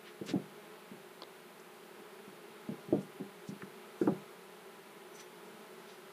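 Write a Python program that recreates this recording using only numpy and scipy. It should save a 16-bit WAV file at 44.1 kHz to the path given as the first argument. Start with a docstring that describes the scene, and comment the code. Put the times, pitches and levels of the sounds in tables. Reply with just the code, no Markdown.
"""Outdoors, beside a wooden deck, a colony hums in an open hive over a soft bed of air.
Wings fanning on the combs lay down a low drone, bees in flight add a brighter, wandering buzz,
and the hive box colours both. Someone close by shifts about on the boards: shoes scuff, cloth rustles,
and heel and sole knock the deck into a hollow ring. A few sharp clicks sit on top:
small dry cracks in the wood and the click of a hard heel."""
import sys
import numpy as np
from scipy import signal
from scipy.fft import rfft, irfft
from scipy.io import wavfile

SR = 44100
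rng = np.random.default_rng(int(sys.argv[2]) if len(sys.argv) > 2 else 0)


def dump_mix(stems):
    """Bounce the given channels to the path in sys.argv[1] as a 16-bit WAV at rate SR."""
    frames = np.atleast_2d(stems).T  # one column per channel
    limited = np.clip(frames, -1, 1)  # hard clip at full scale
    pcm = np.round(limited * 32767).astype(np.int16)
    wavfile.write(sys.argv[1], SR, pcm)


N = 270244
TIME = np.arange(N) / SR

# tone of one wingbeat, fanning and in flight: (frequency [Hz], relative harmonic level [dB])
FANNING_TONE = [(150, 14.5), (210, -18.5), (350, 6.5), (410, 1.5), (560, -26), (900, -20.5), (1400, -18),
                (2500, -38), (4500, -24.5)]
FLYING_TONE = [(170, -18), (240, 1), (420, 1.5), (620, -6), (830, -6), (1050, -12), (1300, -9.5),
               (1800, -15), (3000, -15.5), (4200, -20), (5500, -28.5), (8000, -49)]
# fader ride on the whole buzz, before it is deepened: (time [s], relative level [dB])
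BUZZ_RIDE = [(0.0, -57), (0.27, -54.5), (1.47, -56), (1.86, -54), (3.12, -54), (4.13, -53), (4.91, -55),
             (5.53, -53.5), (6.13, -53.5)]
# resonances of the hive box and the gaps between its frames: (centre [Hz], width [Hz], boost [dB])
HIVE_RESONANCES = [(368, 35, 2), (640, 48, 0), (802, 53, 3), (983, 85, 8.5), (1335, 100, 6.5),
                   (1540, 120, 2.5), (2150, 260, 3), (3100, 360, -0.5)]
# tone of the outdoor air and hiss: (frequency [Hz], relative noise density [dB])
AIR_TONE = [(25, -22), (60, -6.5), (110, -13.5), (170, 5), (290, -1.5), (500, 2.5), (750, -1), (1000, -0.5),
            (2200, -4.5), (4000, -11), (5500, -18), (8000, -18), (10300, -14.5), (15000, -17.5)]
# shoe scuffs and cloth rustles:
# (midpoint [s], level [dB], half length [s], centre [Hz], width [octaves], relative squeak level [dB])
SCUFFS = [(0.079, -55, 0.019, 2160, 0.69, -19), (0.268, -52.5, 0.0045, 5630, 0.7, -15),
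          (0.298, -44, 0.013, 2680, 0.91, -22), (3.023, -65.5, 0.017, 7000, 0.55, -25),
          (3.488, -57.5, 0.011, 5260, 0.57, -14), (4.028, -62.5, 0.029, 5000, 1.1, -14),
          (5.16, -61, 0.012, 7500, 0.57, 2), (5.206, -54.5, 0.014, 2700, 1.26, 1.5),
          (5.909, -64.5, 0.036, 3930, 0.5, -11)]
# the two thin tones of the squeak: (pitch [Hz])
SQUEAK_PITCHES = [5907, 6005]
# footsteps: (time [s], heel level [dB], board pitch [Hz], low-pass cutoff [Hz],
# heel-to-sole roll [s], place along the deck [0-1])
FOOTSTEPS = [(0.212, -35, 311, 540, 0.038, 0.2), (0.286, -36.5, 286, 553, 0.022, 0.42),
             (0.336, -25.5, 282, 784, .019, .11), (0.912, -47, 218, 450, 0.026, 0.3),
             (1.988, -54, 210, 450, 0.069, 0.2), (2.276, -48.5, 214, 420, .025, 0.25),
             (2.688, -32.5, 217, 600, 0.027, 0.17), (2.881, -39.5, 163, 328, 0.023, 0.7),
             (2.9252, -17.5, 320, 780, .053, 0.15), (3.197, -41, 268, 615, 0.00995, 0.31),
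             (3.486, -36.5, 180, 330, 0.035, 0.31), (3.629, -40.5, 183, 330, 0.046, 0.23),
             (4.0121, -21.5, 319, 534, .045, 0.23), (4.073, -19, 300.5, 1260, .046, .3)]
# ringing modes of the deck: (frequency [Hz], relative level [dB])
DECK_MODES = [(122, -7.5), (152, -5.5), (199, -1), (245, -8), (285, 1), (325, -12), (378, 3.5), (445, 3),
              (515, -12), (570, -6), (622, -7), (722, -2), (818, -7.5), (885, -20), (1190, -5), (1320, -14),
              (1490, -39)]
# sharp clicks on the deck, small dry cracks in the wood and (last two rows) the click of a hard heel:
# (time [s], snap peak [dB], low edge [Hz], high edge [Hz], 60 dB decay [s], relative plank level [dB])
DECK_CLICKS = [(1.2203, -36, 3080, 4840, .009, 0), (1.234, -38.5, 3500, 4970, .01, -5),
               (1.598, -54, 4500, 7500, .04, -14), (3.62, -36.5, 1120, 1950, 0.037, -9),
               (4.0139, -43, 1310, 1630, .088, 1), (4.0728, -30, 680, 1390, 0.071, 1)]


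def amp(db):
    """Decibels to gain."""
    return 10 ** (np.asarray(db) / 20)


def unit(x):
    """Scales to rms 1."""
    return x / np.sqrt(np.mean(x ** 2) + 1e-20)


def tone_gain(tone, hz):
    """Gain of a tone curve at hz, on a log-frequency axis."""
    f, db = np.transpose(tone)
    return amp(np.interp(np.log(hz + 1), np.log(f), db))


def add(mix, start_s, sound):
    """Lays a sound into the mix."""
    part = mix[max(round(start_s * SR), 0):][:len(sound)]
    part += sound[:len(part)]


def drift(corner_hz):
    """A slow random modulator of rms 1, rolled off above corner_hz."""
    count = 2048
    hz = np.arange(count // 2 + 1) * SR / N
    slow = irfft(rfft(rng.standard_normal(count)) * (hz > 0) / (1 + (hz / corner_hz) ** 2))
    return np.interp(TIME, np.linspace(0, N / SR, count), unit(slow))


def band(x, hz, octaves):
    """Keeps a bell-shaped band around hz, at rms 1."""
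    f = np.fft.rfftfreq(len(x), 1 / SR) + 1
    bell = np.exp(-.5 * (np.log2(f / hz) / octaves) ** 2)
    return unit(irfft(rfft(x) * bell, len(x)))


def bees(tone, count, beat_hz, spread, wander, turn_hz, flutter, swell_db):
    """Each bee loops its own wingbeat; pitch wanders and level swells as it turns and passes."""
    harmonics, buzz = np.arange(1, 64), np.zeros(N)
    ranks = np.linspace(-1, 1, count)
    for detune in unit(ranks + ranks ** 3):
        own_hz = beat_hz * np.exp(spread * detune)
        phases = np.exp(2j * np.pi * rng.random(len(harmonics)))
        stroke = irfft(np.r_[0, tone_gain(tone, harmonics * own_hz) * phases], 16384)
        beats = np.cumsum(own_hz * (1 + wander * drift(turn_hz) + flutter * drift(25.7))) / SR
        swell = amp(swell_db * np.tanh(drift(1.96)))
        buzz += stroke[(beats * len(stroke)).astype(int) % len(stroke)] * swell
    return unit(buzz)


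def colony():
    """Droning fanners, cruising fliers and a close pair, all riding one fader."""
    fanners = bees(FANNING_TONE, count=7, beat_hz=186.8, spread=.04,
                   wander=.034, turn_hz=2.8, flutter=.011, swell_db=4)
    fliers = bees(FLYING_TONE, count=10, beat_hz=212.9, spread=.048,
                  wander=.024, turn_hz=2, flutter=.00598, swell_db=4)
    close_pair = bees(FLYING_TONE, count=2, beat_hz=207, spread=.012,
                      wander=.02, turn_hz=2.5, flutter=.003, swell_db=5)
    ride_depth = 1.36
    ride = unit(amp(ride_depth * np.interp(TIME, *np.transpose(BUZZ_RIDE))))
    return (amp(-59) * fanners + amp(-58.5) * fliers + amp(-60.8) * close_pair) * ride


def hive_box(buzz):
    """The open box lifts the buzz near its resonances."""
    f = np.fft.rfftfreq(N, 1 / SR)
    boost_db = sum(db / (1 + (2 * (f - hz) / width) ** 2) for hz, width, db in HIVE_RESONANCES)
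    return irfft(rfft(buzz) * amp(boost_db - 1.8), N)


def air():
    """An even bed of outdoor noise and hiss."""
    colour = tone_gain(AIR_TONE, np.fft.rfftfreq(N, 1 / SR))
    return amp(-57.5) * unit(irfft(rfft(rng.standard_normal(N)) * colour, N))


def scuff(middle_s, db, half_s, hz, octaves, squeak_db):
    """Many tiny slips under one short stroke, a thin squeak on top; returns start time and sound."""
    t = np.arange(SR // 2) / SR
    start_s = max(middle_s - t[-1] / 2, 0)
    stroke = 1 / np.cosh(np.clip((start_s + t - middle_s) / half_s, -20, 20)) ** 1.12
    grit = rng.standard_normal(len(t)) * amp(1.3 * rng.standard_normal(len(t)))
    slips = band(grit, hz, octaves)
    squeak = unit(sum(band(rng.standard_normal(len(t)), f, octaves=.003) for f in SQUEAK_PITCHES))
    return start_s, amp(db) * stroke * (slips + amp(squeak_db) * squeak)


def deck_hit(db, ring_db, place, pitch_hz, cutoff_hz):
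    """The board underfoot knocks for a few cycles and the whole deck rings on; a soft shoe dulls both."""
    t = np.arange(SR // 2) / SR
    age = t * pitch_hz / 1.15  # the knock's envelope crests after 1.15 cycles
    phase = 2 * np.pi * pitch_hz * t
    overtone = amp(-13) * np.sin(1.92 * phase)
    knock = age * np.exp(1 - age) * (np.sin(phase) - overtone)
    ring = np.zeros(len(t))
    for k, (hz, mode_db) in enumerate(DECK_MODES):
        drive = np.cos(np.pi * (k - 2) * place)  # the third mode answers wherever the foot lands
        t60 = .29 * np.sqrt(200 / hz)  # wood damps its high modes first
        ring += drive * amp(mode_db - 60 * t / t60) * np.sin(2 * np.pi * hz * t)
    # loose boards and the hollow under them scatter the blow
    scatter = band(rng.standard_normal(len(t)), hz=300, octaves=.87) * amp(-9 - 60 * t / .2)
    bloom = 1 - np.exp(-t / .0012)
    tail = amp(ring_db) * bloom * (ring / abs(ring).max() + scatter)
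    shoe = signal.butter(4, cutoff_hz, fs=SR, output="sos")
    return amp(db) * signal.sosfilt(shoe, knock + tail)


def footstep(heel_db, pitch_hz, cutoff_hz, roll_s, place):
    """The heel strikes, then the foot rolls onto its sole with a low, dull thud."""
    middling_db = -27.5
    ring_db = 1 - .21 * (heel_db - middling_db)  # a heavy heel is mostly knock, a light one mostly ring
    sole_db = heel_db + 5 - 390 * roll_s  # the slower the roll, the softer the landing
    foot = deck_hit(heel_db, ring_db, place, pitch_hz, cutoff_hz)
    add(foot, roll_s, deck_hit(sole_db, ring_db, place, pitch_hz=183.5, cutoff_hz=376))
    return foot


def snap(peak_db, low_hz, high_hz, t60):
    """An impulse and a fast-dying burst of noise, band-passed together."""
    t = np.arange(SR // 10) / SR
    impulse = 5 * (t == 0)
    burst = rng.standard_normal(len(t)) * amp(-60 * t / t60)
    bandpass = signal.butter(3, [low_hz, high_hz], "band", fs=SR, output="sos")
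    hit = signal.sosfilt(bandpass, impulse + burst)
    return amp(peak_db) * hit / abs(hit).max()


def deck_click(peak_db, low_hz, high_hz, t60, plank_db):
    """Wood cracks or a hard heel clicks, and the plank gives a short, low answer."""
    click = snap(peak_db, low_hz, high_hz, t60)
    plank = snap(peak_db + plank_db, low_hz=274, high_hz=1150, t60=.036)
    return click + plank


def scene():
    """A mono bed of bees and air, with the foley of the deck laid on top."""
    mix = hive_box(colony()) + air()
    for start_s, *step in FOOTSTEPS:
        add(mix, start_s, footstep(*step))
    for start_s, *click in DECK_CLICKS:
        add(mix, start_s, deck_click(*click))
    for stroke in SCUFFS:
        add(mix, *scuff(*stroke))
    return mix[None]


def record(dry):
    """A small microphone thins the bass, and a steep filter trims the very top."""
    low_cut_hz, high_cut_hz = 108, 15300
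    low_cut = signal.butter(3, low_cut_hz, "high", fs=SR, output="sos")
    high_cut = signal.firwin(1023, high_cut_hz, window=("kaiser", 8), fs=SR)
    return signal.oaconvolve(signal.sosfilt(low_cut, dry), high_cut[None], "same")


dry = scene()
out = record(dry)
dump_mix(out)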